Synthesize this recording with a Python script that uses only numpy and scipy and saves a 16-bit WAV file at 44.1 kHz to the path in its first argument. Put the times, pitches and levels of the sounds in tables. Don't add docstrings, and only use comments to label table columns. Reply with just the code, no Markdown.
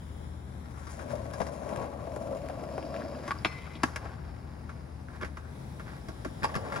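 import sys
import numpy as np
from scipy import signal
from scipy.fft import rfft, irfft
from scipy.io import wavfile
from scipy.ndimage import uniform_filter1d, map_coordinates

SR = 44100
rng = np.random.default_rng(int(sys.argv[2]) if len(sys.argv) > 2 else 0)


def wav_record(signal):
    frames = np.transpose(np.atleast_2d(signal))
    bounded = np.clip(frames, -1, 1)
    quanta = np.round(bounded * 32767).astype(np.int16)
    wavfile.write(sys.argv[1], SR, quanta)


N = 299880
COARSE_PER_S, GRAIN_DB = 1700, 3.2

# (time [s], level [dB])
DRONE_LEVEL = [(0, -65), (0.85, -65.5), (1.0, -40.5), (1.3, -42.5), (1.55, -40.5), (2.05, -40.5),
               (2.4, -40.5), (2.8, -39), (3.02, -44.5), (3.27, -33.5), (3.36, -53), (3.88, -84),
               (4.04, -42), (4.25, -68), (5.1, -72), (5.7, -59), (6.3, -59.5), (6.6, -39.5)]
# (time [s], half length [s], drone rise [dB], rasp rise [dB], hiss rise [dB])
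SWERVES = [(0.828, 0.19, -4.5, 7, 32), (1.142, 0.043, 6.5, 8, 11.5), (1.456, 0.3, 1.5, 3, 16.5),
           (1.774, 0.087, 8, 5, 9.5), (2.187, 0.084, 2, -5, 13.5), (2.333, 0.059, 5.5, -3, 9),
           (2.632, 0.014, 6.5, 0, 15), (2.992, 0.1, 6, 3.5, -18), (3.292, 0.095, -11.5, 4, 2),
           (3.992, 0.82, -1, 7.5, 6), (5.145, 0.059, -7, 9, 25), (5.906, 0.075, 5, 10, 12),
           (6.503, 0.051, 2, 7, -5), (6.74, 0.11, 1.5, 14, 12.5)]

def wheel_levels(cruise_db=-40):
    t = np.arange(N) / SR
    drone_db = curves(DRONE_LEVEL)[0]
    above_db = drone_db - cruise_db
    steady = np.array([drone_db, -52.5 + 0.19 * above_db, -62.5 + 0.74 * above_db])
    swells = sum(np.outer(rise_db, np.exp(-((t - s) / half) ** 2)) for s, half, *rise_db in SWERVES)
    return steady + swells


# (frequency [Hz], bandwidth [Hz], level [dB])
ROLL_RESONANCES = [(230, 126, -3), (480, 140, -11), (573.7, 53, 4.5), (665.5, 66, 1.5), (986, 310, -12.5)]
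# (frequency [Hz], bandwidth [Hz], level [dB])
SCRUB_RESONANCES = [(205, 170, -1), (457, 154, -2.5), (616, 170, -0.5), (858, 280, -3), (1076, 210, -7)]
# (time [s], scrub's share of the drone's power [0-1])
TURNING = [(1.3, 0), (1.75, .45), (1.95, .5), (2.1, 0), (3.3, 0), (3.9, .8), (6.4, .85)]
# (frequency [Hz], spectral level [dB])
RASP_SPECTRUM = [(300, -29), (500, -29), (800, 1), (1100, -3.5), (1600, -3.5), (2200, -9), (2800, -18.5),
                 (5000, -19), (9000, -35)]
# (frequency [Hz], spectral level [dB])
SAND_SPECTRUM = [(1500, 10), (2800, 8), (4000, 5.5), (5200, 14.5), (7000, 17.7), (8400, 11.4),
                 (10300, 13.5), (12000, 3), (16000, 1)]
# (time [s], level [dB])
BEARING_LEVEL = [(0, -100), (1.0, -74), (2.3, -81), (2.8, -60.5), (3.25, -62.5), (3.5, -68.5), (5.5, -71),
                 (6.8, -61.5)]

def rolling(whirr_hz=(4650, 5350), pebbles_per_s=60, pebble_db=-21):
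    drone_db, rasp_db, hiss_db = wheel_levels()
    texture = walk(60)
    sway = walk(22.46)
    grit = grains(COARSE_PER_S, GRAIN_DB)
    scrub = curves(TURNING)[0]
    drone = np.sqrt(1 - scrub) * drum(ROLL_RESONANCES) + np.sqrt(scrub) * drum(SCRUB_RESONANCES)
    drone *= undb(drone_db + 0.36 + 0.36 * texture + 0.5 * sway)
    rasp = unit(colour(grit, RASP_SPECTRUM)) * undb(rasp_db - 4.0 + 2.0 * texture)
    sand = unit(grains(7400, GRAIN_DB)) + undb(-12) * unit(grit)
    hiss = unit(colour(sand, SAND_SPECTRUM)) * undb(hiss_db - 11.0 + 3.1 * texture)
    whirr = unit(band(grains(2500, GRAIN_DB), *whirr_hz)) * undb(curves(BEARING_LEVEL)[0])
    t = np.arange(SR // 50) / SR
    snap = band(rng.standard_normal(len(t)), 380, 1400, order=1) * fade(t, 0.008)
    pebbles = unit(signal.fftconvolve(grains(pebbles_per_s, spread_db=1.8), snap)[:N])
    return drone + rasp + hiss + whirr + pebbles * undb(drone_db + pebble_db)


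def drum(resonances):
    out = np.zeros(N)
    for hz, width, db in resonances:
        peak = band(grains(3000, GRAIN_DB), hz - width / 2, hz + width / 2, order=1)
        out += undb(db) * band(peak, hz - 0.8 * width, hz + 0.8 * width, order=1)
    return unit(out)


# (frequency [Hz], relative level [dB], nominal t60 [s])
DECK_MODES = [(276, 3.5, 0.03), (298, 0.5, 0.041), (364, 1, 0.04), (470, 3.5, 0.023), (600, 10.5, 0.019),
              (651, 8, 0.053), (861, 11, 0.025), (927, -3.5, 0.061), (982, -2.5, 0.05), (1020, 14.5, 0.01),
              (1130, 7.5, 0.028), (1350, -4, 0.0097), (1560, 3, 0.012), (1590, -1, 0.086), (1786, 7, 0.019),
              (2133, -0.5, 0.033), (2220, -6, 0.07), (2680, -29, 0.023), (3310, 0, 0.032),
              (4970, 14, 0.026), (5470, -12, 0.061)]
# (frequency [Hz], spectral level [dB])
TICK_SPECTRUM = [(1500, 11.5), (2600, -8), (3900, -2.5), (5100, 2.5), (6000, 2), (8500, -6), (10500, -6),
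                 (16000, -18)]

def blow(thump_db, knock_db, clack_db, tick_db, centre_hz, t60, strike_spread_db=2.5, width=0.4):
    t = np.arange(SR // 5) / SR
    hz, db, mode_t60 = np.transpose(DECK_MODES)
    strength, detune = rng.standard_normal((len(hz), 2)).T
    gain = undb(db + strike_spread_db * strength) * (-1) ** np.arange(len(hz))
    tones = np.sin(2 * np.pi * np.outer(hz * (1 + 0.016 * detune), t))
    modes = gain @ (tones * fade(t, mode_t60[:, None] * t60 / 0.068))
    rattle_noise, tick_noise = rng.standard_normal((2, len(t)))
    body = unit(modes) + 0.86 * unit(band(rattle_noise, 81, 1830, order=1) * fade(t, t60))
    thump, knock, clack = band(body, 149, 380), band(body, 375, 787), band(body, 400, 3540)
    clack = band(clack, centre_hz * (1 - width / 2), centre_hz * (1 + width / 2), order=1)
    tick = unit(colour(tick_noise, TICK_SPECTRUM) * (fade(t, 0.81 * t60) + 0.093 * fade(t, 0.37)))
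    tick += 0.24 * unit(band(modes, 2500, 12000, order=4))
    parts = [(thump, thump_db), (knock, knock_db), (clack, clack_db), (tick, tick_db)]
    return sum(unit(part) * undb(level_db) for part, level_db in parts) / np.sqrt(20)


# (time [s], clack level [dB], weight re clack [dB], tick re clack [dB], clack centre [Hz], t60 [s])
IMPACTS = [(1.415, -37, -8, -2, 1030, 0.092), (3.308, -25.5, -13, -18, 1160, 0.036),
           (3.316, -31, -28, -9.5, 1190, 0.023), (3.448, -25.5, -9.5, -16, 2310, 0.0087),
           (3.4488, -27, -17, -10, 860, 0.04), (3.456, -25.5, -2.5, -13, 1460, 0.017),
           (3.833, -24.5, -25, -5.5, 1360, 0.034), (3.835, -21, -2.5, -9, 954, 0.016),
           (3.837, -25, -4, -23, 1750, 0.034), (3.96, -33, -12, -1, 1780, 0.041),
           (3.971, -41, -17, -25, 1400, 0.011), (5.223, -36, 0, -15, 1340, 0.045),
           (5.231, -32, -1.5, -16, 1460, 0.038), (5.246, -40, -18, -2, 1910, 0.14),
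           (6.432, -34.5, -2, -5, 1750, 0.015), (6.438, -31.5, -15, -9, 1235, 0.0087),
           (6.443, -19.5, -29, -13.5, 940, 0.062), (6.453, -37, -17, -3, 1770, 0.021),
           (6.543, -34, -22, -9, 1510, 0.041), (6.553, -28, -11, -6.5, 1300, 0.044),
           (6.563, -35.5, -1, -1, 1480, 0.028), (6.571, -41.5, 6, -11, 1520, 0.03)]
# (time [s], knock level [dB], weight re knock [dB])
BUMPS = [(1.256, -36, -7), (1.403, -23.5, -5.5), (1.407, -25, -4), (1.416, -26, -6), (1.661, -37, -6),
         (2.071, -35.5, -21), (2.162, -32, -29), (2.498, -30.5, -13), (2.596, -40, -21),
         (2.779, -29.5, -18)]
# (time [s], clack level [dB], weight re clack [dB], tick re clack [dB])
RATTLES = [(0.869, -41, -14, -4.5), (0.991, -38, -4, -8.5), (1.335, -40.5, -22, 0), (1.467, -41, -8, -0.5),
           (2.943, -44, 2, -25), (3.149, -45.5, 3, -23), (3.278, -32.5, -4, -7.5), (4.054, -42.5, -8, -14),
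           (4.693, -42, -23, -9), (5.212, -39, -18, -7), (5.37, -37.5, -16, -7), (5.796, -38.5, -18, -10.5),
           (6.085, -39.5, 3.5, -3), (6.248, -34.5, 3.5, -6.5), (6.422, -38, 2.5, -29),
           (6.722, -31, -13, -11), (6.76, -30.5, -18, -9.5)]

def blows(knock_per_weight=0.22):
    out = np.zeros(N)
    for s, db, weight_db, tick_db, hz, t60 in IMPACTS:
        knock_db = db - 5 + knock_per_weight * weight_db
        add(out, s, blow(db + weight_db, knock_db, db, db + tick_db, hz, t60))
    for s, db, weight_db in BUMPS:
        add(out, s, blow(db + weight_db, db, db - 11, db - 21, centre_hz=960, t60=0.047))
    for s, db, weight_db, tick_db in RATTLES:
        knock_db = db - 2 + knock_per_weight * weight_db
        add(out, s, blow(db + weight_db, knock_db, db, db + tick_db, centre_hz=1320, t60=0.1))
    return out


# (frequency [Hz], relative level [dB], t60 [s])
RAIL_MODES = [(1140, -12, .3), (1715, -13, .3), (2041, 1.5, .8), (2060, -2, .75), (2078, -8, .55),
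              (2200, -4, .42), (2317, -2, .5), (2374, -7, .42), (2449, -7, .36), (2560, -6, .36),
              (2708, -10, .3), (3495, -7, .22), (4221, 0, .3), (4400, -7, .22), (5231, 2.5, .33)]
# (time [s], ring gain [dB], clank level [dB])
RAIL_HITS = [(3.4475, -41, -29), (3.753, -64, -48)]

def rail(start_s=3.45, end_s=3.83, chatter_per_s=90, chatter_db=3.2, sliding_t60=0.07):
    t, strikes, clank = np.arange(SR) / SR, np.zeros(N), np.zeros(N)
    ring = sum(undb(db) * np.sin(2 * np.pi * hz * t) * fade(t, t60) for hz, db, t60 in RAIL_MODES)
    for s, ring_db, clank_db in RAIL_HITS:
        add(strikes, s, undb([ring_db]))
        add(clank, s, burst((2750, 3900), t60=0.046) * undb(clank_db))
    along = np.clip((np.arange(N) / SR - start_s) / (end_s - start_s), 0, 1)
    contact = np.minimum(20 * along * (1 - along), 1)
    grip = unit(undb(chatter_db * walk(chatter_per_s)))
    slips = grains(2500, GRAIN_DB)
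    scrape = unit(band(slips, 1700, 3000, order=1))
    loaded_ring = ring * fade(t, sliding_t60)
    sing = unit(band(signal.fftconvolve(slips, loaded_ring)[:N], 1950, 2900))
    judder = unit(band(slips, 450, 1250)) * undb(-47 - 9 * along)
    sliding = ((scrape + sing) * undb(-48.5 - 11 * along) + judder) * contact
    return clank + signal.fftconvolve(strikes, ring)[:N] * np.sqrt(grip) + sliding * grip


# (time [s], peak level [dB], frequency [Hz])
THUDS = [(3.755, -34, 302), (3.839, -16.5, 235), (5.245, -32, 165), (6.436, -23.5, 144),
         (6.563, -21.5, 143)]

def thuds(t60=0.05):
    out, t = np.zeros(N), np.arange(SR // 2) / SR
    for s, db, hz in THUDS:
        add(out, s, np.sin(2 * np.pi * hz * t) * fade(t, t60) * undb(db))
    return out


# (time [s], level over 10 ms [dB])
SET_DOWNS = [(3.961, -45), (5.231, -35), (5.371, -55), (6.086, -43), (6.249, -36.5), (6.439, -37),
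             (6.556, -34)]

def set_downs(hollow_hz=(260, 530)):
    out, t = np.zeros(N), np.arange(SR // 10) / SR
    modes = sum((-1) ** k * undb(db) * np.sin(2 * np.pi * hz * t) * fade(t, t60)
                for k, (hz, db, t60) in enumerate(DECK_MODES))
    knock = unit(band(modes, *hollow_hz, order=3)) / np.sqrt(10)
    for s, db in SET_DOWNS:
        add(out, s, knock * undb(db))
    return out


# (time [s], level over 10 ms [dB])
JINGLES = [(3.386, -49), (6.439, -41), (6.452, -41), (6.483, -53), (6.562, -46), (6.572, -47), (6.765, -51)]
# (frequency [Hz], t60 [s])
WASHER_MODES = [(4760, 0.036), (4930, 0.019), (5090, 0.023), (5290, 0.016)]

def washers():
    out, t = np.zeros(N), np.arange(SR // 10) / SR
    for s, db in JINGLES:
        ring = sum(np.sin(2 * np.pi * (hz * t + rng.random())) * fade(t, t60)
                   for hz, t60 in WASHER_MODES)
        add(out, s, unit(ring) * undb(db) / np.sqrt(10))
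    return out


# (time [s], snap level [dB], tick level [dB])
STONES = [(1.155, -65, -57), (1.311, -52, -61), (1.691, -48, -61), (1.761, -41, -50.5), (1.8, -53, -67),
          (1.843, -51, -67), (2.067, -61, -66), (2.162, -57.5, -54), (2.487, -46.5, -54.5),
          (2.78, -44.5, -61), (2.827, -46.5, -66), (2.942, -45.5, -62), (2.964, -44.5, -72),
          (3.02, -43, -68), (3.148, -56, -68)]

def stones():
    out = np.zeros(N)
    for s, snap_db, tick_db in STONES:
        add(out, s, burst((885, 2060), t60=0.0067) * undb(snap_db))
        add(out, s, burst((3820, 11400), t60=0.0072) * undb(tick_db))
    return out


def close_pass(closest_s=2.96, half_s=0.35, cracks_per_s=120):
    t = np.arange(SR // 100) / SR
    crack = band(rng.standard_normal(len(t)) * fade(t, 0.007), 1200, 4500)
    near = np.exp(-((np.arange(N) / SR - closest_s) / half_s) ** 2)
    cracks = unit(signal.fftconvolve(grains(cracks_per_s, spread_db=1.4), crack)[:N]) * undb(-61.5)
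    rumble = unit(band(grains(COARSE_PER_S, GRAIN_DB), 215, 340)) * undb(-45)
    return (cracks + rumble) * near


# (start [s], length [s], level [dB], centre [Hz], glide [Hz/s])
SCUFFS = [(0.72, .23, -55, 1500, -2800), (5.072, .045, -53, 1500, 0), (5.125, .045, -54, 1400, 0),
          (5.198, .065, -47, 1550, 0), (5.865, .09, -51.5, 1550, -3000)]

def scuffs(slips_per_s=450, width=0.4):
    out, slips = np.zeros(N), grains(slips_per_s, spread_db=3.2)
    for s, length, db, hz, glide in SCUFFS:
        rub = band(slips[int(s * SR):int((s + length) * SR)], hz * (1 - width / 2), hz * (1 + width / 2))
        t = np.arange(len(rub)) / SR
        rub = np.real(signal.hilbert(rub) * np.exp(1j * np.pi * glide * t ** 2))
        add(out, s, unit(rub * signal.windows.tukey(len(rub))) * undb(db))
    return out


# (time [s], left minus right level [dB], left phase lead [rad])
BOARD_PATH = [(0, 23.5, 1), (1.4, 14.5, 0.77), (2.2, 7, 0.77), (3.0, 3.5, 0.54), (3.45, 2, 0.36),
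              (3.9, 2.5, -0.44), (5.2, -2.5, -1.1), (6.4, -0.5, -1.58), (6.8, 4, -1.4)]

def place(board, treble_lead_rad=1.65):
    pan_db, lead = curves(BOARD_PATH)
    treble = signal.hilbert(colour(board, [(2400, -68), (4200, -12), (7000, 0)]))
    low = signal.hilbert(board) - treble
    side = np.array([[1], [-1]]) / 2
    gain = undb(pan_db * side)
    gain /= np.sqrt(np.mean(gain ** 2, axis=0))
    return np.real(low * gain * np.exp(1j * lead * side) + treble * np.exp(1j * treble_lead_rad * side))


# (delay [s], left level [dB], right level [dB])
WALL_ECHOES = [(0.046, -28, -32), (0.219, -25, -79), (.255, -32, -72)]

def yard(board, near_db=-9, tail_db=-29, tail_t60=1.0):
    t, out = np.arange(SR) / SR, []
    for ear in range(2):
        noise = rng.standard_normal((3, SR))
        near = unit(band(noise[0], 220, 8300, order=1) * fade(t, 0.077)) * undb(near_db)
        build_up = np.minimum(t / 0.081, 1)
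        tail = unit(band(noise[1], 720, 2700, order=1) * fade(t, tail_t60) * build_up) * undb(tail_db)
        wall = band(noise[2], 403, 1500)
        slaps = sum(undb(db[ear]) * unit(wall * fade(abs(t - s), 0.037) * (t > s))
                    for s, *db in WALL_ECHOES)
        out.append(signal.fftconvolve(board, near + tail + slaps)[:N] / np.sqrt(SR))
    return np.array(out)


# (time [s], level [dB])
HUM_LEVEL = [(0.0, -50), (0.07, -41.5), (2.27, -47.5), (5.49, -42.5), (5.59, -52.5), (6.1, -45.5),
             (6.29, -69), (6.46, -45), (6.8, -54)]

def machine_hum(hz=76.13, pan_db=6):
    phase = 2 * np.pi * np.cumsum(hz + 0.7 * walk(9.3)) / SR
    level_db = curves(HUM_LEVEL)[0] + walk(25.9)
    side = np.array([[1], [-1]]) / 2
    return np.sqrt(2) * np.sin(phase) * undb(level_db + pan_db * side)


# (frequency [Hz], spectral level [dB])
AIR_SPECTRUM = [(25, -22), (40, -23), (54, 0), (90, -4.5), (118, 0), (175, -4.5), (260, -5.5), (400, -13.5),
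                (850, -13), (1500, -23), (2600, -36), (5000, -44.5), (10500, -45.5), (15000, -50.5)]
# (time [s], lag [ms], amplitude ratio [0-1])
HISS_ECHO = [(0, .585, .55), (.7, .525, .5), (1.3, .49, .22), (2.5, .42, .25), (4.3, .425, .25),
             (5.0, .48, .28), (5.7, .515, .35), (6.8, .58, .35)]
# (time [s], gain [dB])
HISS_BOOST = [(0, 11.5), (.7, 8), (3.0, 12.5), (4.3, 5), (5.0, 7), (5.7, 11), (6.3, 12.5)]

def outdoor_air(level_db=-42.5):
    lag_ms, reflection = curves(HISS_ECHO)
    noise = rng.standard_normal((3, N))
    shared = colour(noise[2], [(150, 3.5), (400, -5.5), (1000, -33.5)])
    apart = colour(noise[:2], [(60, -7), (150, -15.5), (400, 0.5), (1000, -3)])
    air = unit(colour(shared + apart, AIR_SPECTRUM)) * undb(level_db + walk(6))
    hiss = colour(air, [(1200, -29.5), (2000, -10), (3000, 1)])
    rumble = air - hiss
    shimmer = np.array([h + reflection * delay(h, lag_ms) for h in hiss]) * undb(curves(HISS_BOOST)[0])
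    side = np.array([[1], [-1]]) / 2
    return rumble * undb(5 * side) + shimmer * undb(1.7 * side)


def undb(db):
    return 10 ** (np.asarray(db) / 20)


def unit(x):
    return x / np.sqrt(np.mean(x ** 2) + 1e-30)


def curves(table):
    s, *columns = np.transpose(table)
    return [np.interp(np.arange(N) / SR, s, c) for c in columns]


def colour(x, points):
    hz, db = np.transpose(points)
    f = np.maximum(np.fft.rfftfreq(x.shape[-1], 1 / SR), 1)
    return irfft(rfft(x) * undb(np.interp(np.log(f), np.log(hz), db)), x.shape[-1])


def band(x, low_hz, high_hz, order=2):
    return signal.sosfilt(
        signal.butter(order, [low_hz, min(high_hz, SR / 2 - 100)], "band", fs=SR, output="sos"), x)


def fade(t, t60):
    return np.exp(-np.log(1000) * t / t60)


def walk(rate):
    k = int(SR / rate)
    return unit(uniform_filter1d(uniform_filter1d(rng.standard_normal(N)[np.arange(N) // k], k), k))


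def delay(x, ms):
    return map_coordinates(x, [np.arange(N) - ms * SR / 1000], order=3)


def add(track, s, sound):
    i = int(s * SR)
    track[i:i + len(sound)] += sound[:N - i]


def grains(rate, spread_db):
    return ((rng.random(N) < rate / SR) * rng.choice([-1, 1], N)
            * undb(spread_db * np.minimum(rng.exponential(size=N), 5)))


def burst(band_hz, t60):
    t = np.arange(SR // 10) / SR
    return unit(band(rng.standard_normal(len(t)) * fade(t, t60), *band_hz)) / np.sqrt(10)


def scene():
    board = blows() + set_downs() + washers() + rolling() + close_pass() + stones()
    board += rail() + thuds() + scuffs()
    return place(board) + yard(board) + outdoor_air() + machine_hum()


# (frequency [Hz], gain [dB])
MICROPHONE_RESPONSE = [(7200, -2.5), (8400, -6), (10000, 2), (11800, -3), (13500, -27), (15000, -5)]

def record(dry, top_hz=15900):
    low_pass = signal.ellip(8, 0.2, 70, top_hz, fs=SR, output="sos")
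    return signal.sosfilt(low_pass, colour(dry, MICROPHONE_RESPONSE))


dry = scene()
out = record(dry)
wav_record(out)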